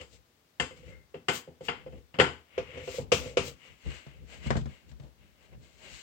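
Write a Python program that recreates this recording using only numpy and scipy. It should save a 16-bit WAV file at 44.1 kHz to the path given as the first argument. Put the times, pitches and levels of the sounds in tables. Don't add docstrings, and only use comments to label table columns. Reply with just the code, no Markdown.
import sys
import numpy as np
from scipy import signal
from scipy.fft import rfft, irfft, next_fast_len
from scipy.io import wavfile

SR = 44100
rng = np.random.default_rng(int(sys.argv[2]) if len(sys.argv) > 2 else 0)


def materialize(psi):
    bounded = np.clip(np.atleast_2d(psi).T, -1, 1)
    quanta = np.round(bounded * 32767).astype(np.int16)
    wavfile.write(sys.argv[1], SR, quanta)


N = 265482
BLOW = SR // 3
ONSET = SR // 30
ROOM_T60_S = 0.3


def from_db(db):
    return 10 ** (np.asarray(db) / 20)


def rms_one(x, size=None):
    return x / np.sqrt(np.mean(x[..., :size] ** 2) + 1e-20)


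def on_bins(points, size):
    hz, value = np.transpose(points)
    return np.interp(np.log(np.fft.rfftfreq(size, 1 / SR) + 1), np.log(hz), value)


def noise(colour, size, low=20, high=SR / 2):
    padded = next_fast_len(size, True)
    hz = np.fft.rfftfreq(padded, 1 / SR) + 1
    band = 1 / np.sqrt((1 + (low / hz) ** 12) * (1 + (hz / high) ** 12))
    spectrum = rfft(rng.standard_normal((2, padded))) * band * from_db(on_bins(colour, padded))
    return rms_one(irfft(spectrum, padded)[:, :size])


def with_bands(colour, bands):
    hz = np.geomspace(30, SR / 2, 600)
    points_hz, points_db = np.transpose(colour)
    bells = sum(db * np.exp(-((hz - centre) / width) ** 2) for centre, width, db in bands)
    return np.column_stack([hz, np.interp(np.log(hz), np.log(points_hz), points_db) + bells])


def flutter(rate, depth_db):
    targets = rng.standard_normal(N // 8)
    wander = np.interp(np.arange(N) * rate / SR, np.arange(len(targets)), targets)
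    return rms_one(from_db(depth_db * wander))


def strokes(rows):
    t, power = np.arange(N) / SR, 0
    for s, swell_s, fade_s, *levels_db in rows:
        away = np.clip(np.maximum((s - t) / swell_s, (t - s) / fade_s), 0, 10)
        power = power + np.outer(from_db(levels_db), from_db(-20 * away ** 1.43)) ** 2
    return np.sqrt(power)


def favour(modes, near_hz, width_hz, lift_db):
    return [(hz, db + lift_db * np.exp(-((hz - near_hz) / width_hz) ** 2), t60) for hz, db, t60 in modes]


def dying(t60):
    return from_db(-60 * np.arange(BLOW) / SR / t60)


def ring(modes):
    t = np.arange(BLOW) / SR
    hz, db, t60 = np.transpose(modes)[:, :, None]
    strength = from_db(db + 2 * rng.standard_normal(hz.shape) - 60 * t / t60)
    turns = hz * t + rng.random(hz.shape)
    wave = np.sum(strength * np.exp(2j * np.pi * turns), axis=0)
    wave = wave * (1 - np.exp(-t / .0007))
    return rms_one(np.array([wave.real, wave.imag]), size=ONSET)


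def blow(zones, levels_db, colour, modes, crack_db):
    t, out = np.arange(BLOW) / SR, 0
    impulse = (t == 0) + 1e-18
    for (low, high, gain_db, rise, t60, tail_db, share), level_db in zip(zones, levels_db):
        decay = np.hypot(from_db(-60 * t / t60), from_db(tail_db - 60 * t / ROOM_T60_S))
        wave = rms_one(noise(colour, BLOW, low, high) * decay, size=ONSET)
        inside = [mode for mode in modes if low < mode[0] < high]
        if inside:
            wave = np.sqrt(1 - share) * wave + np.sqrt(share) * ring(inside)
        body = rms_one(wave * (1 - np.exp(-t / rise)), size=ONSET)
        crack_band = signal.butter(3, [low, np.sqrt(low * high)], "band", fs=SR, output="sos")
        crack = rms_one(signal.sosfilt(crack_band, impulse), size=ONSET)
        crack_pair = crack * [[1], [0]]
        out = out + from_db(level_db + gain_db) * (body + from_db(crack_db) * crack_pair)
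    return out


def cushioned(wave, zone_db, contact_s):
    rise = contact_s * from_db(-max(zone_db) - 26.5)
    return wave * (1 - np.exp(-np.arange(BLOW) / SR / rise))


def add(track, s, wave):
    start = max(round(s * SR), 0)
    track[:, start:start + wave.shape[1]] += wave[:, :N - start]


# (frequency [Hz], relative density [dB])
ROOM_SPECTRUM = [(18, -28.5), (30, -13.5), (70, -1.5), (666, -9), (3060, -18.5), (3490, -16.5),
                 (3870, -17.5), (4530, -18), (8740, -27), (12600, -31.5), (16000, -19.5)]


def room_tone():
    return from_db(-68) * noise(ROOM_SPECTRUM, N)


# (time [s], thud [dB], board [dB], clack [dB],
# tick [dB], favoured board pitch [Hz], favoured blade pitch [Hz], blade ring [dB])
KNIFE_HITS = [(0.011, -62, -49, -54, -53.5, 468, 2850, -60.5),
              (0.5985, -38.5, -38, -29.5, -35.5, 420, 1798, -34),
              (0.708, -57.5, -51.5, -71, -78, 514, 2060, -63),
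              (1.142, -48, -39.5, -51.5, -68, 710, 2690, -63),
              (1.2836, -35, -30, -25, -32.5, 505, 2080, -38.5), (1.475, -50, -48, -68, -86, 530, 2700, -80),
              (1.608, -51, -42, -61, -65, 499, 2380, -77),
              (1.684, -40, -36.5, -29.5, -51.5, 466, 2530, -39.5),
              (1.863, -53, -40, -59, -74, 517, 1960, -70), (1.923, -51, -53, -64.5, -76.5, 514, 2690, -73),
              (2.141, -49, -57, -47.5, -65.5, 495, 2940, -61.5),
              (2.1867, -31.5, -25.5, -30, -47, 473, 2595, -47),
              (2.1973, -28.5, -16.5, -18, -32.5, 393, 2440, -32)]
# (low [Hz], high [Hz], gain [dB], rise time constant [s], noise t60 [s],
# room tail [dB], power share of clear modes [0-1])
KNIFE_ZONES = [(49.7, 620, -1, 0.007, 0.3, -17, .6), (328, 680, -2.5, 0.00057, 0.16, -13.5, 0.85),
               (680, 5000, -3, 0.0027, 0.085, -8, 0.18), (3570, 9350, -5.5, 0.0011, .1, -0.5, 0)]
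# (frequency [Hz], mean strength [dB], t60 [s])
TABLED_BOARD = [(78.7, -9.5, 0.39), (138, -1, 0.2), (161.4, 5.5, 0.15), (247.7, -1, 0.27), (394, -5.5, 0.1),
                (468, -5.5, 0.12), (514, -2.5, 0.11), (710, 2, 0.11), (803, -3.5, 0.085), (892, -10, 0.11),
                (1062, -8.5, 0.27), (1163, -5.5, 0.1), (1375, -3.5, .22), (1515, -7.5, 0.28)]
# (frequency [Hz], mean strength [dB], t60 [s])
STEEL_BLADE = [(1770, -5, 0.061), (2060, -4.5, .15), (2102, 0, 0.14), (2600, -5.5, 0.035),
               (2500, -30, 0.099), (2690, -10.5, 0.46), (2850, 6.5, 0.039), (3200, -4.5, 0.071),
               (3186, -5.5, 0.15), (4600, -19.5, 0.15), (5000, -14, .12), (7060, -27.5, 0.31)]
# (centre [Hz], width [Hz], height [dB])
CLACK_SPECTRUM = [(50, -21), (100, -2.5), (160, -2.5), (320, -3), (480, 0.5), (610, -3.5), (850, 3.5),
                  (1300, -1), (3100, -3), (3800, -14), (5000, -17.5), (5900, -20), (7400, -14.5),
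                  (9000, -23), (10500, -49), (14000, -32.5)]
CLACK_HUMPS = [(576, 45, -7.5), (900, 69, -0.5), (2108, 120, 1), (2440, 210, -2.5), (3070, 110, 4),
               (3880, 170, -3.5), (4920, 230, 5.5), (5800, 330, -2.5), (7250, 300, 2)]
# (frequency [Hz], relative density [dB])
PAINT_SPECTRUM = [(5000, -13), (8000, -5), (10500, -6.5), (12000, -8), (13200, -1), (14500, -5),
                  (16000, -3.5)]


def knife_knocks():
    out, clack_colour = np.zeros((2, N)), with_bands(CLACK_SPECTRUM, CLACK_HUMPS)
    blade_lift_db, blade_damping_t60_s = 4, 0.46
    spit_below_tick_db, spit_t60_s = -23, 0.2
    for s, *zone_db, board_hz, blade_hz, blade_db in KNIFE_HITS:
        board = favour(TABLED_BOARD, board_hz, width_hz=30, lift_db=7)
        blade = favour(STEEL_BLADE, blade_hz, width_hz=90, lift_db=11)
        add(out, s, blow(KNIFE_ZONES, zone_db, clack_colour, board, crack_db=-19))
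        add(out, s, from_db(blade_db + blade_lift_db) * ring(blade) * dying(blade_damping_t60_s))
        spit = noise(PAINT_SPECTRUM, BLOW) * dying(spit_t60_s)
        add(out, s, from_db(zone_db[-1] + spit_below_tick_db) * spit)
    return out


# (frequency [Hz], mean strength [dB], t60 [s])
FINGERED_BOARD = [(74, -5, 0.18), (98, -3, 0.26), (142, -2.5, 0.21), (254.2, -7.5, 0.39), (394, -6, 0.14),
                  (477.5, -3.5, 0.1), (511.7, 0, 0.1), (678, -6.5, .12), (836, -5.5, 0.058),
                  (1134, -11.5, 0.16), (1360, -7, 0.28)]


def stick_slip(per_s, spread_db):
    sizes = from_db(spread_db * rng.standard_normal(N)) * rng.choice([-1, 1], N)
    slips = sizes * (rng.random(N) < per_s / SR)
    soft = signal.sosfilt(signal.butter(2, 750, fs=SR, output="sos"), slips + 1e-18)
    board = ring(favour(FINGERED_BOARD, 520, width_hz=140, lift_db=9)) * dying(0.25)
    return rms_one(signal.fftconvolve(soft[None], board)[:, :N])


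# (frequency [Hz], relative density [dB])
SWISH_SPECTRUM = [(600, -10.5), (1200, -8.5), (1700, -10.5), (2150, -0.5), (2450, -6.5), (2850, -1),
                  (3600, -15), (5000, -28), (9000, -41.5)]
SCRATCH_SPECTRUM = [(1000, -12), (3000, 4), (4700, 3.5), (5800, 0.5), (7500, 3.5), (9000, -9),
                    (11000, -21.5), (13500, -14.5), (16000, -15.5)]


def grainy(swish, scratch, sizzle=0):
    rough = from_db(2) * scratch * flutter(rate=61, depth_db=1.5)
    return flutter(rate=510, depth_db=1) * (from_db(-2) * swish + rough + from_db(4) * sizzle)


# (fastest moment [s], 20 dB swell [s],
# 20 dB fade [s], drone [dB], swish [dB], scratch [dB], sizzle [dB])
BOARD_SLIDES = [(0.015, 0.12, 0.046, -48.5, -50, -63, -83), (0.15, 0.077, 0.051, -63, -70, -64.5, -88),
                (0.776, 0.035, 0.055, -60, -59.5, -68, -88), (0.89, 0.16, 0.12, -53.5, -59, -70.5, -87),
                (1.352, 0.045, 0.07, -68, -54, -44, -47), (1.654, 0.031, 0.074, -60, -55.5, -55.5, -67),
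                (1.81, .1, .07, -68.5, -60, -87, -90), (1.98, 0.14, 0.058, -57.5, -66.5, -79, -88),
                (2.57, 0.12, 0.24, -74, -55.5, -86, -83), (2.776, .22, 0.22, -48, -48, -70, -93),
                (2.965, .15, 0.074, -45.5, -48.5, -48, -60), (3.135, 0.013, 0.14, -41.5, -48.5, -55, -50.5),
                (3.27, .11, 0.1, -40.5, -50, -54, -77), (3.475, 0.074, .06, -40.5, -50.5, -48, -55),
                (3.66, 0.11, 0.15, -72, -54, -66.5, -90)]


def board_rubbing():
    drone_gain, swish_gain, scratch_gain, sizzle_gain = strokes(BOARD_SLIDES)
    drone = from_db(0.5) * drone_gain * stick_slip(per_s=160, spread_db=4)
    swish = swish_gain * noise(SWISH_SPECTRUM, N)
    scratch = scratch_gain * noise(SCRATCH_SPECTRUM, N)
    sizzle = sizzle_gain * noise(PAINT_SPECTRUM, N)
    return drone + grainy(swish, scratch, sizzle)


# (firmest moment [s], 20 dB swell [s], 20 dB fade [s], rumble [dB])
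GRIP_MOVES = [(0.13, .2, 0.115, -58), (0.61, 0.023, .2, -49), (0.84, 0.12, 0.21, -45),
              (1.5, .06, .05, -60.5), (1.69, 0.099, 0.18, -50), (1.98, 0.37, 0.095, -49.5),
              (2.33, 0.24, .12, -54), (2.6, 0.066, 0.17, -51.5), (3.03, 0.22, 0.1, -46.5),
              (3.2, .1, 0.13, -41.5), (3.42, 0.13, 0.19, -46.5), (3.72, .12, .07, -55.5),
              (3.88, 0.047, 0.12, -41.5), (4.24, .15, 0.31, -48.5), (4.44, .12, 0.13, -46.5),
              (4.69, 0.1, 0.062, -45.5), (4.92, 0.14, .15, -50.5), (5.04, .1, 0.16, -50.5),
              (5.23, 0.09, 0.24, -58), (5.56, 0.175, .22, -53), (5.93, .3, .2, -58)]
# (frequency [Hz], relative density [dB])
CASE_SPECTRUM = [(35, -19), (63, 7.5), (95, -5.5), (145, -3.5), (300, -17), (700, -17), (1400, -26),
                 (3000, -19), (8000, -28), (15000, -80)]


def grip_rumble():
    rumble = noise(CASE_SPECTRUM, N, low=45, high=500) * flutter(rate=25, depth_db=3.5)
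    return from_db(-1) * strokes(GRIP_MOVES) * rumble


# (fastest moment [s], 20 dB swell [s], 20 dB fade [s], level [dB])
BLADE_SQUEAKS = [(0.925, 0.087, 0.14, -60.5)]
# (frequency [Hz], relative density [dB])
SQUEAK_SPECTRUM = [(1900, -29), (2080, -9), (2125, -2.5), (2170, -12), (2400, -30)]


def blade_squeak():
    return strokes(BLADE_SQUEAKS) * noise(SQUEAK_SPECTRUM, N, low=1400, high=1640)


# (time [s], thud [dB], board [dB], clack [dB], tick [dB],
# favoured board pitch [Hz])
FINGER_HITS = [(2.578, -44, -28.5, -41.5, -59.5, 516), (2.771, -51.5, -39.5, -59.5, -61.5, 487),
               (2.874, -48.5, -36.5, -50, -58.5, 542), (2.982, -39, -34, -58, -62.5, 499),
               (3.118, -33, -20.5, -28, -31, 490), (3.37, -36, -23, -31.5, -39, 473.5)]
# (low [Hz], high [Hz], gain [dB], rise time constant [s], noise t60 [s],
# room tail [dB], power share of clear modes [0-1])
FINGER_ZONES = [(50, 730, 0.0024, 0.0056, 0.32, -8, 0.73), (328.3, 680, 0.0059, 0.0024, 0.035, -19.5, 0.81),
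                (653.5, 6000, 0, 0.00064, 0.11, -6, 0.025), (3540, 9900, 0.0075, 0.0022, 0.082, -2.5, 0)]
# (frequency [Hz], relative density [dB])
FINGER_SPECTRUM = [(50, -7.5), (100, -9.5), (160, 3.5), (290, -9.5), (480, -1.5), (680, -17), (850, -2),
                   (1150, 2), (1700, -7), (2700, 1), (3900, -15.5), (6600, -17), (9000, -26.5),
                   (14000, -36.5)]


def finger_dabs():
    out = np.zeros((2, N))
    for s, *zone_db, board_hz in FINGER_HITS:
        board = favour(FINGERED_BOARD, board_hz, width_hz=28, lift_db=7.5)
        dab = blow(FINGER_ZONES, zone_db, FINGER_SPECTRUM, board, crack_db=-24)
        add(out, s, cushioned(dab, zone_db, contact_s=.0006))
    return out


# (time [s], thump [dB], knock [dB], click [dB])
CASE_HITS = [(3.861, -39.5, -55, -70), (4.065, -44.5, -58, -66), (4.461, -30.5, -49, -62),
             (4.505, -24.5, -29.5, -42.1), (4.554, -26, -39, -58), (4.568, -25, -43, -50.5),
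             (4.612, -37, -73.5, -62.5), (4.657, -36.5, -52.5, -61.5), (4.914, -49, -63.5, -65.5),
             (4.998, -46, -63, -65), (5.034, -48.5, -71, -71.5), (5.546, -53.5, -67, -77)]
# (low [Hz], high [Hz], gain [dB], rise time constant [s], noise t60 [s],
# room tail [dB], power share of clear modes [0-1])
CASE_ZONES = [(42.8, 390, -1.1, 0.0017, 0.098, -5.5, 0.8), (330, 1820, -0.99, 0.00029, 0.11, -16.5, 0),
              (2020, 9000, -1.5, 0.00059, 0.039, -13, 0)]
# (frequency [Hz], mean strength [dB], t60 [s])
HELD_CASE = [(61.3, -3, 0.3), (138.6, 2, .16), (223.2, -4, 0.12)]


def case_bumps():
    out = np.zeros((2, N))
    for s, *zone_db in CASE_HITS:
        bump = blow(CASE_ZONES, zone_db, CASE_SPECTRUM, HELD_CASE, crack_db=-5.5)
        add(out, s, cushioned(bump, zone_db, contact_s=.00008))
    return out


# (fastest moment [s],
# 20 dB swell [s], 20 dB fade [s], swish [dB], scratch [dB], hollow [dB])
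CLOTH_SLIDES = [(3.92, 0.12, 0.17, -47.5, -57.5, -59), (4.1, 0.23, 0.19, -59.5, -78, -69),
                (4.335, 0.077, .09, -50.5, -57.5, -55.5), (4.475, .09, 0.075, -45, -57, -57),
                (4.57, 0.011, 0.041, -63, -51.5, -60), (4.71, 0.056, 0.18, -57.5, -69.5, -67),
                (4.895, .02, 0.041, -65, -68.5, -73), (5.042, 0.045, 0.091, -74, -77.5, -58.5),
                (5.22, 0.072, .25, -67, -86, -89), (5.45, 0.11, .08, -63, -75.5, -66.5),
                (5.536, 0.04, .03, -63, -83.5, -58.5), (5.64, .05, .25, -65.5, -69, -67.5),
                (5.86, 0.084, 0.11, -51.5, -60.5, -56), (5.97, 0.22, 0.18, -53, -55, -79)]
# (centre [Hz], width [Hz], height [dB])
CLOTH_HUMPS = [(1610, 110, 6.5), (2320, 85, -1.5), (4200, 490, 3), (5570, 440, -1.5), (7600, 200, 2.5)]
# (frequency [Hz], relative density [dB])
HOLLOW_SPECTRUM = [(150, -10), (300, 0.5), (430, 0), (570, 4.5), (850, -1.5), (1200, -14), (1650, -17),
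                   (2000, -29)]


def cloth_rubbing():
    swish_gain, scratch_gain, hollow_gain = strokes(CLOTH_SLIDES)
    swish = swish_gain * noise(with_bands(SWISH_SPECTRUM, CLOTH_HUMPS), N)
    scratch = scratch_gain * noise(with_bands(SCRATCH_SPECTRUM, CLOTH_HUMPS), N)
    hollow = hollow_gain * noise(HOLLOW_SPECTRUM, N, low=120, high=1900)
    return hollow + grainy(swish, scratch)


def ports(pair, likeness, balance):
    size = next_fast_len(N + BLOW, True)
    a, b = rfft(pair, size)
    alike = np.clip(on_bins(likeness, size), -.99, .99)
    lean = from_db(on_bins(balance, size) / 2)
    left, right = a * lean, (alike * a + np.sqrt(1 - alike ** 2) * b) / lean
    return irfft([left, right], size)[:, :N]


# (frequency [Hz], likeness [-1..1])
AIR_ALIKE = [(50, 1), (130, 0.85), (520, 0.83), (600, 0.51), (720, -0.24), (1300, -0.03), (2500, 0.024),
             (6000, -.05)]
CASE_ALIKE = [(70, -0.72), (140, 0.0051), (260, 0.16), (500, 0.79), (800, -0.6), (2500, 0.072)]
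# (frequency [Hz], left over right [dB])
AIR_LEAN = [(60, 5.5), (150, 3.5), (380, 3.5), (510, -1.5), (750, -0.5), (1300, 5), (2400, 13), (4400, 7),
            (8000, 12.5), (14000, 2)]
CASE_LEAN = [(70, 9), (140, 1.5), (270, -1), (500, 1.5), (1200, 10), (2400, 9.5), (6000, 4)]


def scene():
    air = room_tone() + knife_knocks() + board_rubbing() + blade_squeak() + finger_dabs() + cloth_rubbing()
    case = grip_rumble() + case_bumps()
    return ports(air, AIR_ALIKE, AIR_LEAN) + ports(case, CASE_ALIKE, CASE_LEAN)


def record(dry):
    lean = signal.sosfilt(signal.butter(4, 42, "high", fs=SR, output="sos"), dry)
    notch = signal.iirnotch(10500, 4.5, fs=SR)
    hiss = from_db(-77) * rng.standard_normal((2, N))
    wet = signal.lfilter(*notch, lean) + hiss
    return signal.sosfilt(signal.ellip(12, .1, 80, 15900, fs=SR, output="sos"), wet)


dry = scene()
out = record(dry)
materialize(out)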